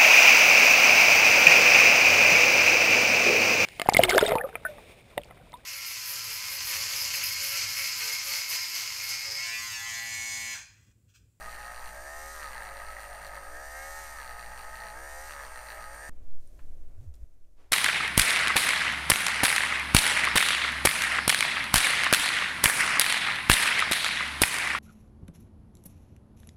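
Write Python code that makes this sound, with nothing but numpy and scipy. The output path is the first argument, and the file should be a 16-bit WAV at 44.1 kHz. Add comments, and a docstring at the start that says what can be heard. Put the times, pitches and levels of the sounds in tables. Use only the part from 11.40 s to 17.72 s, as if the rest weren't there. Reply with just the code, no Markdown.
"""A small rotary tool whirs and rattles close by, spinning a felt wheel against a die-cast toy car body.
The wheel knocks on the metal once a turn; pressing slows the motor, and easing off lets it speed up.
The motor hums, its brushes hiss and its speed controller whines.
The sound cuts off abruptly at an edit, with a soft low thump. Quiet handling follows:
gloved fingers rustle and tap as they fit a plastic window into the body on a paper towel."""
import sys
import numpy as np
from scipy import signal
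from scipy.fft import rfft, irfft
from scipy.io import wavfile
from scipy.ndimage import uniform_filter1d, map_coordinates

SR = 44100
rng = np.random.default_rng(int(sys.argv[2]) if len(sys.argv) > 2 else 0)


def generate_wav(signal):
    """Clip the signal to [-1, 1] and save it as 16-bit WAV at the path in sys.argv[1]."""
    frames = np.transpose(np.atleast_2d(signal))
    scaled = np.clip(frames, -1, 1) * 32767
    pcm = np.round(scaled).astype(np.int16)
    wavfile.write(sys.argv[1], SR, pcm)


N = 278579
TIME = np.arange(N) / SR
EDIT_S = 4.696  # an edit cuts from the tool's sound to quiet handling

# The hand trembles, so the wheel bites into the metal, chatters and drags.
# Each row: start in seconds, length in seconds, strength in dB, braking in turns per second.
WHEEL_BITES = [(0.005, 0.064, -60.0, 6.8), (0.097, 0.07, -60.0, 14.2), (0.2, 0.089, -61.0, 8.6),
               (0.349, 0.059, -59.0, 9.0), (0.446, 0.054, -58.5, 11.6), (1.021, 0.073, -57.0, 23.8),
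               (1.128, 0.063, -57.5, 22.8), (1.237, 0.068, -60.0, 24.0), (1.356, 0.05, -62.0, 7.4),
               (1.462, 0.07, -62.0, 12.0), (1.585, 0.061, -60.5, 12.7), (1.72, 0.052, -63.0, 22.5),
               (1.83, 0.057, -57.0, 11.9), (1.939, 0.054, -62.0, 5.0), (2.646, 0.061, -64.0, 12.7),
               (2.778, 0.073, -57.5, 26.9), (2.85, 0.096, -59.0, 24.4), (2.989, 0.08, -60.0, 19.6),
               (3.17, 0.06, -58.5, 28.0), (3.348, 0.162, -59.0, 16.8), (3.89, 0.054, -57.0, 21.9),
               (4.022, 0.056, -59.5, 25.0), (4.151, 0.055, -59.0, 21.9), (4.276, 0.055, -57.0, 35.0),
               (4.403, 0.055, -60.5, 0.5)]
# The hands bring the window in and come to rest.
# Each row: time in seconds, dull handling noise in dB, glove rustle in dB.
HAND_LEVELS = [(4.8, -66.5, -79.5), (5.03, -70.5, -74.5), (5.2, -66, -74), (5.55, -68.5, -79.5),
               (5.64, -68, -74.5), (5.71, -72, -81.5), (5.82, -70.5, -78), (5.88, -75.5, -82),
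               (6.12, -77, -83.5)]


def gain_of(db):
    """Turns decibels into a number to multiply a sound by."""
    return 10 ** (np.asarray(db) / 20)


def evened(x):
    """Scales a signal so that its average size (rms) is 1."""
    return x / np.sqrt(np.mean(x ** 2) + 1e-20)


def curves(rows):
    """Joins a table's points with straight lines; the first column is the time in seconds."""
    times, *columns = np.transpose(rows)
    return [np.interp(TIME, times, column) for column in columns]


def noise():
    """White noise: an even hiss."""
    return rng.standard_normal(N)


def band(x, lo_hz, hi_hz):
    """Keeps only the frequencies between two limits."""
    hz = np.fft.rfftfreq(N, 1 / SR)
    return irfft(rfft(x) * ((hz >= lo_hz) & (hz <= hi_hz)), N)


def wander(hz):
    """A random drift of average size 1 that heads for a new value hz times a second."""
    points = rng.standard_normal(4000)
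    return evened(np.interp(TIME * hz, np.arange(len(points)), points))


def colour(x, points, size=4096):
    """Gives a sound a tone colour, drawn as points of frequency in Hz and level in dB."""
    point_hz, point_db = np.transpose(points)
    hz = abs(np.fft.fftfreq(size, 1 / SR))
    log_gain = np.log(gain_of(np.interp(np.log(hz + 1), np.log(point_hz + 1), point_db)))
    # This makes the filter ring only after a sound, never before it.
    response = np.fft.ifft(np.exp(np.conj(signal.hilbert(log_gain)))).real
    return signal.oaconvolve(x, response[:size // 2])[:N]


def resonate(x, hz, width_hz):
    """Makes a sound ring at one pitch; the narrower the width, the longer it rings."""
    keep = np.exp(-np.pi * width_hz / SR)
    return 2 * signal.lfilter([1 - keep], [1, -keep * np.exp(2j * np.pi * hz / SR)], x).real


def steady(x, lo_hz, hi_hz, size=6000):
    """Turns a sound up and down so that one band of it stays near size 1."""
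    part = signal.sosfilt(signal.butter(3, [lo_hz, hi_hz], "band", fs=SR, output="sos"), x)
    power = uniform_filter1d(uniform_filter1d(part ** 2, size), size // 2)
    return x / np.sqrt(abs(power) + 1e-14)


def room(x, echo_db, fade_s):
    """A small workroom adds a short blur of echoes that drops 60 dB in fade_s."""
    t = TIME[:SR // 2]
    tail = rng.standard_normal(len(t)) * gain_of(-60 * t / fade_s) * (t > .004)
    return x + gain_of(echo_db) * signal.oaconvolve(x, tail / np.linalg.norm(tail))[:N]


def contact(start, end, ramp_s=.025):
    """Goes from 0 to 1 as the wheel lands, and back to 0 as it lifts."""
    return np.clip(np.minimum(TIME - start, end - TIME) / ramp_s + .5, 0, 1)


def bites(lead_s=0):
    """How strongly the wheel bites at each moment; every bite begins lead_s early."""
    return np.max([gain_of(db) * contact(start - lead_s, start + length)
                   for start, length, db, _ in WHEEL_BITES], axis=0)


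def shaft(start_speed=57.4, free_speed=82.67, firm_sag=21.3, lag_s=.2194, smooth_s=0.21):
    """Presses and bites brake the motor. Gives speed in turns per second and pressure from 0 to 1."""
    # The hand leans the wheel on the metal.
    # Each row: start in seconds, end in seconds, braking in turns per second.
    presses = [(-0.05, 0.56, 14.2), (0.94, 1.21, 16.3), (1.16, 1.42, 27.0), (1.44, 1.64, 19.0),
               (1.61, 1.775, 27.0), (1.8, 2.04, 28.0), (2.6, 2.79, 8.9), (2.73, 3.27, 10.8),
               (3.27, 3.53, 10.4), (3.88, 4.2, 15.0), (4.23, 4.53, 18.0)]
    drag = sum(sag * contact(start, end) for start, end, sag in presses)
    drag += sum(sag * contact(start, start + length) for start, length, _, sag in WHEEL_BITES)
    keep = np.exp(-1 / (lag_s * SR))  # the motor takes a moment to follow
    speed = signal.lfilter([1 - keep], [1, -keep], free_speed - drag, zi=[start_speed])[0]
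    # Pressure builds as the motor slows, and goes when the wheel lifts.
    held_sag = np.clip(free_speed - speed, 0, drag)
    return speed, np.tanh(uniform_filter1d(held_sag, int(smooth_s * SR)) / firm_sag)


def level(speed, pressure, db, db_per_speed, pressed_db, working_speed=60):
    """A part's strength: db at working speed with no pressure, shifted by speed and pressure."""
    return gain_of(db + db_per_speed * (speed - working_speed) + pressed_db * pressure)


def hiss(source, turns, spectrum, swell_depth, grain_db):
    """Rubbing noise that swells twice a turn and comes in fine grains."""
    swell = np.exp(swell_depth * (np.cos(2 * np.pi * turns) + np.cos(4 * np.pi * turns)))
    return colour(source * swell * gain_of(grain_db * wander(600)), spectrum)


def strikes(turns, scatter_db):
    """One click of uneven strength at each whole turn."""
    whole_turns = np.floor(np.maximum.accumulate(turns))
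    at = np.flatnonzero(np.diff(whole_turns))
    clicks = np.zeros(N)
    clicks[at] = gain_of(scatter_db * rng.standard_normal(2000)[:len(at)])
    return clicks


def felt(turns, speed, pressure, bite_db=-16):
    """The felt wheel hisses as it rubs, louder when it is pressed or bites."""
    # The felt's tone colour. Each row: frequency in Hz, relative level in dB.
    spectrum = [(300, -4.5), (2000, 3), (4200, -5.5), (5500, -7.5), (7500, -3.5), (9300, -3), (10300, -5),
                (12000, -3), (13700, -11), (14400, 0.5), (15800, -34)]
    rub = steady(hiss(noise(), turns, spectrum, swell_depth=0.28, grain_db=4.0), 10300, 12000)
    strength = level(speed, pressure, db=-74.5, db_per_speed=0.072, pressed_db=5.2)
    return np.hypot(strength, gain_of(bite_db) * bites()) * rub


def brushes(turns, speed, pressure, idle_db=-66, bumps=900):
    """The motor's brushes rub the same bumps every turn, spark at random and ring in their springs."""
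    # The brushes' tone colour. Each row: frequency in Hz, relative level in dB.
    spectrum = [(300, -48), (1500, 11), (3200, -6.5), (4100, -0.5), (4800, 4.5), (5300, -1), (5800, 3),
                (7500, 2.5), (9500, 1), (10800, -6), (11600, -11), (12600, 2.5), (13800, -7), (15500, -24)]
    # The hiss drifts a little in loudness. Each row: time in seconds, boost in dB.
    boosts = [(0, 2.5), (.9, 1.5), (2.05, 1), (2.2, 1.5), (2.55, 1), (2.8, 1), (3.6, 1), (4.5, 1),
              (4.68, 0.5)]
    surface = map_coordinates(rng.standard_normal(bumps), [turns % 1 * bumps], order=3, mode="grid-wrap")
    sparks = .5 * noise()
    rub = hiss(evened(surface) + sparks, turns, spectrum, swell_depth=0.029, grain_db=1.8)
    springs = 1.3 * resonate(rub, hz=5770, width_hz=80)
    strength = level(speed, pressure, db=-66.5, db_per_speed=0.56, pressed_db=-1.7)
    strength = np.hypot(strength, gain_of(idle_db))  # some hiss stays even at low speed
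    return strength * gain_of(curves(boosts)[0]) * steady(rub + springs, 5200, 8000)


def bearings(turns, speed, pressure):
    """The bearings make a gritty noise inside the housing that grows under pressure."""
    # The grit's tone colour. Each row: frequency in Hz, relative level in dB.
    spectrum = [(100, -22.5), (250, -24.5), (420, -19.5), (560, -8), (720, -10), (900, -4.5), (1100, -11.5),
                (1260, -5), (1450, -12), (1650, -4), (1900, 0.2), (2250, -12.5), (2750, -25), (3300, -27),
                (6000, -40.5), (12000, -56)]
    grit = evened(hiss(noise(), turns, spectrum, swell_depth=0.24, grain_db=4.0))
    return level(speed, pressure, db=-60, db_per_speed=0.02, pressed_db=13.5) * grit


def rotor(turns, speed, pressure, waver_db=2.37, flutter_db=2.5, wobble_turns=.0035):
    """The rotor hums at multiples of its speed; each tone flares at pitches where the housing rings."""
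    # Where the plastic housing rings. Each row: pitch in Hz, width in Hz, boost in dB.
    housing = [(557, 50, 7), (648, 160, 7.5), (854, 204, 8), (1264.6, 118, 19), (1622, 88, 14),
               (1773, 116, 7.5), (1853, 146, 13), (2164, 160, 9.5), (2740, 60, 6.5)]
    # Tones from the uneven weight, the electrical contacts and the bearings, before the housing's boost.
    # Each row: multiple of the shaft speed, level running free in dB, level pressed in dB.
    tones = [(2, -82.5, -76), (3, -77.5, -69.5), (4, -78.5, -96), (5, -69, -81.5), (6, -76.5, -80.5),
             (7, -65.5, -82), (8, -69.5, -75.5), (9, -65, -76.5), (10, -65, -71.5), (11, -65.5, -69),
             (12, -70.5, -66.5), (13, -69, -73), (14, -67.5, -62.5), (15, -74, -72), (16, -71, -71),
             (17, -75, -69.5), (18, -74.5, -64), (19, -74, -77), (20, -73, -76), (21, -70.5, -72),
             (22, -75, -77), (23, -69.5, -79), (24, -72.5, -70.5), (25, -65.5, -75), (26, -70.5, -80.5),
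             (27, -92, -72), (28, -67, -88), (29, -77, -72.5), (30, -78, -73), (31, -76.5, -69.5),
             (32, -80, -82), (33, -84, -75), (34, -73.5, -83), (35, -77, -79), (36, -74.5, -89),
             (37, -85, -93), (38, -78.5, -88), (39, -107, -96), (40, -83, -71), (41, -81, -91),
             (42, -75, -80)]
    grid_hz = np.arange(0, 4000., 4)
    housing_db = sum(boost / (1 + (2 * (grid_hz - hz) / width) ** 2) for hz, width, boost in housing)
    angle = turns + wobble_turns * pressure * wander(40)
    out = np.zeros(N)
    for multiple, free_db, pressed_db in tones:
        db = free_db + (pressed_db - free_db) * pressure
        db += np.interp(multiple * speed, grid_hz, housing_db)
        db += waver_db * wander(14) + flutter_db * pressure * (wander(38) - .5)
        cycles = multiple * angle + 0.23 * rng.standard_normal()
        out += gain_of(db) * np.cos(2 * np.pi * cycles)
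    return np.sqrt(2) * out


def knocks(turns, pressure, scrape_s=.0013, cushion=22, graze_db=-66):
    """The wheel's high spot strikes the metal once a turn and scrapes on for a moment."""
    # The struck car body's tone colour. Each row: frequency in Hz, relative level in dB.
    spectrum = [(150, -28), (400, -18), (700, -11.5), (1100, -9.5), (1370, -8.5), (1600, -0.5), (1900, 1.5),
                (2200, -8), (2750, -7), (3100, -18), (3700, -15), (4100, -6.5), (4550, -5.5), (5000, -23.5),
                (5500, -29), (5750, -10), (6600, -31), (7800, -30), (9500, -9.5), (11500, -29),
                (13800, -21), (15500, -31)]
    blows = strikes(turns + .47 + .006 * wander(60), scatter_db=.6)
    touch = signal.lfilter([1], [1, -np.exp(-1 / (scrape_s * SR))], blows)
    scrape = 0.066 * touch * noise()
    chatter = steady(colour(blows + scrape, spectrum), 3950, 4750, size=16000)
    chatter = cushion * np.tanh(chatter / cushion)  # the soft felt cushions the hardest blows
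    # The wheel chatters just before each bite drags, and grazes faintly between bites.
    return np.hypot(bites(lead_s=0.0068), gain_of(graze_db) * pressure) * chatter


def slaps(turns, drag_s=.00013, lead_s=0.0004, snap_s=.0001, low_cut_hz=650):
    """Once a turn the felt drags the metal along and lets it snap back: a short dry tick."""
    # Spells when the felt catches. Each row: start in seconds, length in seconds, strength in dB.
    spells = [(0, 0.16, -42), (0.198, 0.092, -42), (0.388, 0.096, -35), (0.94, 0.12, -31),
              (1.027, 0.24, -35), (1.427, 0.063, -37), (1.825, 0.04, -33), (1.934, 0.041, -42),
              (2.757, 0.068, -34), (2.927, 0.045, -39), (3.153, 0.11, -32.5), (3.39, 0.049, -43),
              (3.897, 0.21, -29.5), (4.15, .035, -30), (4.27, 0.06, -47), (4.397, 0.03, -41)]
    t = np.arange(-66, 66) / SR
    drag = np.exp(-.5 * ((t + lead_s) / drag_s) ** 2)
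    snap = np.exp(-abs(t) / snap_s)
    tick = snap - drag * snap.sum() / drag.sum()  # the pull and the snap balance out
    strength = np.max([gain_of(db) * contact(s, s + length) for s, length, db in spells], axis=0)
    snaps = strength * strikes(turns + .45 + .008 * wander(60), scatter_db=1.5)
    low_cut = signal.butter(2, low_cut_hz, "high", fs=SR, output="sos")
    return signal.sosfilt(low_cut, np.convolve(snaps, tick, "same"))


def hum(hz=52.8, db=-53):
    """A low, almost steady hum lies under the tool's sound."""
    return np.sqrt(2) * gain_of(db + 0.068 * wander(12)) * np.sin(2 * np.pi * hz * TIME)


def rings(pressure):
    """Rubbing keeps the car body and the housing ringing at pitches that stay put."""
    # Each row: pitch in Hz, rough width in Hz, level at full pressure in dB.
    pitches = [(852, 20, -59), (1258, 22, -54), (1615, 22, -62.5), (1862, 26, -62.5), (2590, 50, -68),
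               (2735, 40, -69)]
    return pressure * sum(gain_of(db) * evened(resonate(resonate(noise(), hz, 2 * width), hz, 2 * width))
                          for hz, width, db in pitches)


def whine(turns, chop_hz=4567.2, waver_db=2.0):
    """The speed controller chops the current and whines; side tones spread as the shaft speeds up."""
    # Each entry: how far a tone lies from a multiple of the chop rate, in multiples of the shaft speed.
    offsets = [-12, -6, -3, 0, 3, 6]
    # One row for each multiple of the chop rate. Each row: a level in dB for each of the offsets.
    levels = [(-92, -89, -91, -74, -79, -102), (-70, -72.5, -63.5, -64.5, -66.5, -75.5),
              (-79, -92, -74, -75, -81, -90)]
    out = np.zeros(N)
    for multiple, row in enumerate(levels, 1):
        for offset, db in zip(offsets, row):
            strength = np.sqrt(2) * gain_of(db + waver_db * wander(6.3))
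            cycles = multiple * chop_hz * TIME + offset * turns + rng.random() + 0.05 * wander(25)
            out += strength * np.cos(2 * np.pi * cycles)
    return out


def tool(motor_waver_db=0.68, felt_waver_db=2.5, cut_s=0.00049):
    """The whole tool: one shaft drives its moving parts. Its sound cuts off at the edit."""
    speed, pressure = shaft()
    turns = np.cumsum(speed) / SR
    felt_hiss = felt(turns, speed, pressure)
    brush_hiss = brushes(turns, speed, pressure)
    motor = bearings(turns, speed, pressure) + rotor(turns, speed, pressure)
    motor *= gain_of(motor_waver_db * wander(22.015))
    felt_hiss *= gain_of(felt_waver_db * wander(25.05))
    rubbing = brush_hiss + felt_hiss + knocks(turns, pressure) + slaps(turns)
    tones = motor + hum() + rings(pressure) + whine(turns)
    before_edit = np.clip((EDIT_S - TIME) / cut_s, 0, 1)
    return (tones + room(rubbing, echo_db=-9.5, fade_s=0.089)) * before_edit


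def air(waft_s=4.935, waft_half_s=0.073, waft_db=-24):
    """Air rumbles at the microphone: steady by the tool, then stirred by the hands, with one waft."""
    # The rumble's tone colour. Each row: frequency in Hz, relative level in dB.
    spectrum = [(15, -4), (30, 1), (55, -6), (80, -8.5), (120, -24.5), (200, -32.5), (400, -33),
                (1000, -85)]
    handling_db = curves(HAND_LEVELS)[0]
    rumble_db = np.where(TIME < EDIT_S, -61, handling_db + 15.5)
    draught_db = np.where(TIME < EDIT_S, -49, handling_db + 30.5)
    rumble = band(colour(noise(), spectrum), 18, 2000)
    rumble /= band(rumble, 25, 110).std()
    draught = evened(band(noise(), 2, 13))
    waft = gain_of(waft_db) * np.exp(-((TIME - waft_s) / waft_half_s) ** 4)
    return gain_of(rumble_db) * rumble + gain_of(draught_db) * draught + waft


def edit_thump(db=-35, decay_s=0.012, rise_s=0.00055):
    """A soft low thump where the sound cuts off at the edit."""
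    age = np.maximum(TIME - EDIT_S + 0.00234, 0)
    return gain_of(db) * np.exp(-age / decay_s) * (1 - np.exp(-age / rise_s))


def gloves():
    """After the edit, gloved hands move the parts with a dull noise and a bright rustle."""
    # The tone colours of the two noises. Each row: frequency in Hz, relative level in dB.
    dull_spectrum = [(71, -35), (120, -8), (192, -18), (256, -12.5), (416, -18), (617, -16.5), (888, -29),
                     (988, -29.5), (2240, -34.5), (4500, -47.5), (5850, -86), (9900, -120)]
    rustle_spectrum = [(1470, -15), (2500, -9), (2830, -11.5), (3730, -9), (4220, -8.5), (4780, -9),
                       (5930, -5), (15000, -10), (15800, -21)]
    dull_db, rustle_db = curves(HAND_LEVELS)
    dull = steady(colour(noise(), dull_spectrum), 200, 900)
    grains = noise() * gain_of(0.73 * wander(450))
    rustle = steady(colour(grains, rustle_spectrum), 5000, 14000)
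    return (gain_of(dull_db) * dull + gain_of(rustle_db) * rustle) * (TIME > EDIT_S)


def taps():
    """Plastic and metal touch: each tap is a short burst of noise ringing around one pitch."""
    # Each row: start in seconds, level in dB, pitch in Hz, width in Hz, seconds to fade by 60 dB.
    touches = [(4.906, -68, 4270, 300, .05), (5.075, -53.5, 9150, 900, 0.01),
               (5.075, -62, 5400, 600, 0.013), (5.1911, -47.5, 1230, 900, 0.027),
               (5.1905, -60, 2680, 700, 0.013), (5.198, -64, 1380, 1400, 0.14), (5.5, -64, 640, 500, 0.022),
               (5.74, -58, 6000, 5000, 0.016), (5.744, -60, 4970, 5040, 0.019),
               (5.754, -58, 8000, 6000, 0.0091), (5.762, -66, 8000, 6000, 0.014),
               (6.048, -78, 2600, 900, .03)]
    out = np.zeros(N)
    for start, db, hz, width, fade_s in touches:
        part = out[round(start * SR):][:SR // 4]
        burst = rng.standard_normal(len(part))
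        ring = evened(resonate(resonate(burst, hz, width), hz, width))
        part += ring * gain_of(db - 60 * TIME[:len(part)] / fade_s)
    return room(out, echo_db=-11, fade_s=0.17)


def judder():
    """A gloved finger judders over the table, making a low, wavering tone."""
    # Each row: time in seconds, pitch in Hz, level in dB.
    path = [(5.55, 66.5, -55), (5.59, 85, -41), (5.64, 143, -53), (5.68, 83, -38.5), (5.72, 63, -45),
            (5.79, 53, -54), (5.84, 55.1, -34.5), (5.87, 48.7, -83)]
    hz, db = curves(path)
    moving = (TIME > path[0][0]) & (TIME < path[-1][0])
    return gain_of(db) * np.sin(2 * np.pi * np.cumsum(hz) / SR) * moving


def slide(start_s=6.16, peak_db=-64, rise_s=0.044, fade_db_per_s=97):
    """The car body is nudged along the paper towel with a brief, soft scrape."""
    # The scrape's tone colour. Each row: frequency in Hz, relative level in dB.
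    spectrum = [(120, -61), (200, -30), (287, 2), (340, -12), (371, -4), (774, -10), (888, -8), (1020, -10),
                (1620, -13.5), (12000, -31.5), (15600, -69), (22000, -120)]
    age = np.maximum(TIME - start_s, 0)
    rise = np.minimum(age / rise_s, 1)
    fade = gain_of(peak_db - fade_db_per_s * np.maximum(age - rise_s, 0))
    grains = noise() * gain_of(0.79 * wander(250))
    return rise * fade * evened(colour(grains, spectrum))


def scene():
    """All the sounds, added into one channel."""
    return (tool() + air() + edit_thump() + gloves() + slide() + judder() + taps())[None]


def record(dry):
    """Removes the very highest treble, above 15800 Hz."""
    treble_cut = signal.firwin(511, 15800, window=("kaiser", 9), fs=SR)
    return signal.oaconvolve(dry, treble_cut[None], "same")


dry = scene()
out = record(dry)
generate_wav(out)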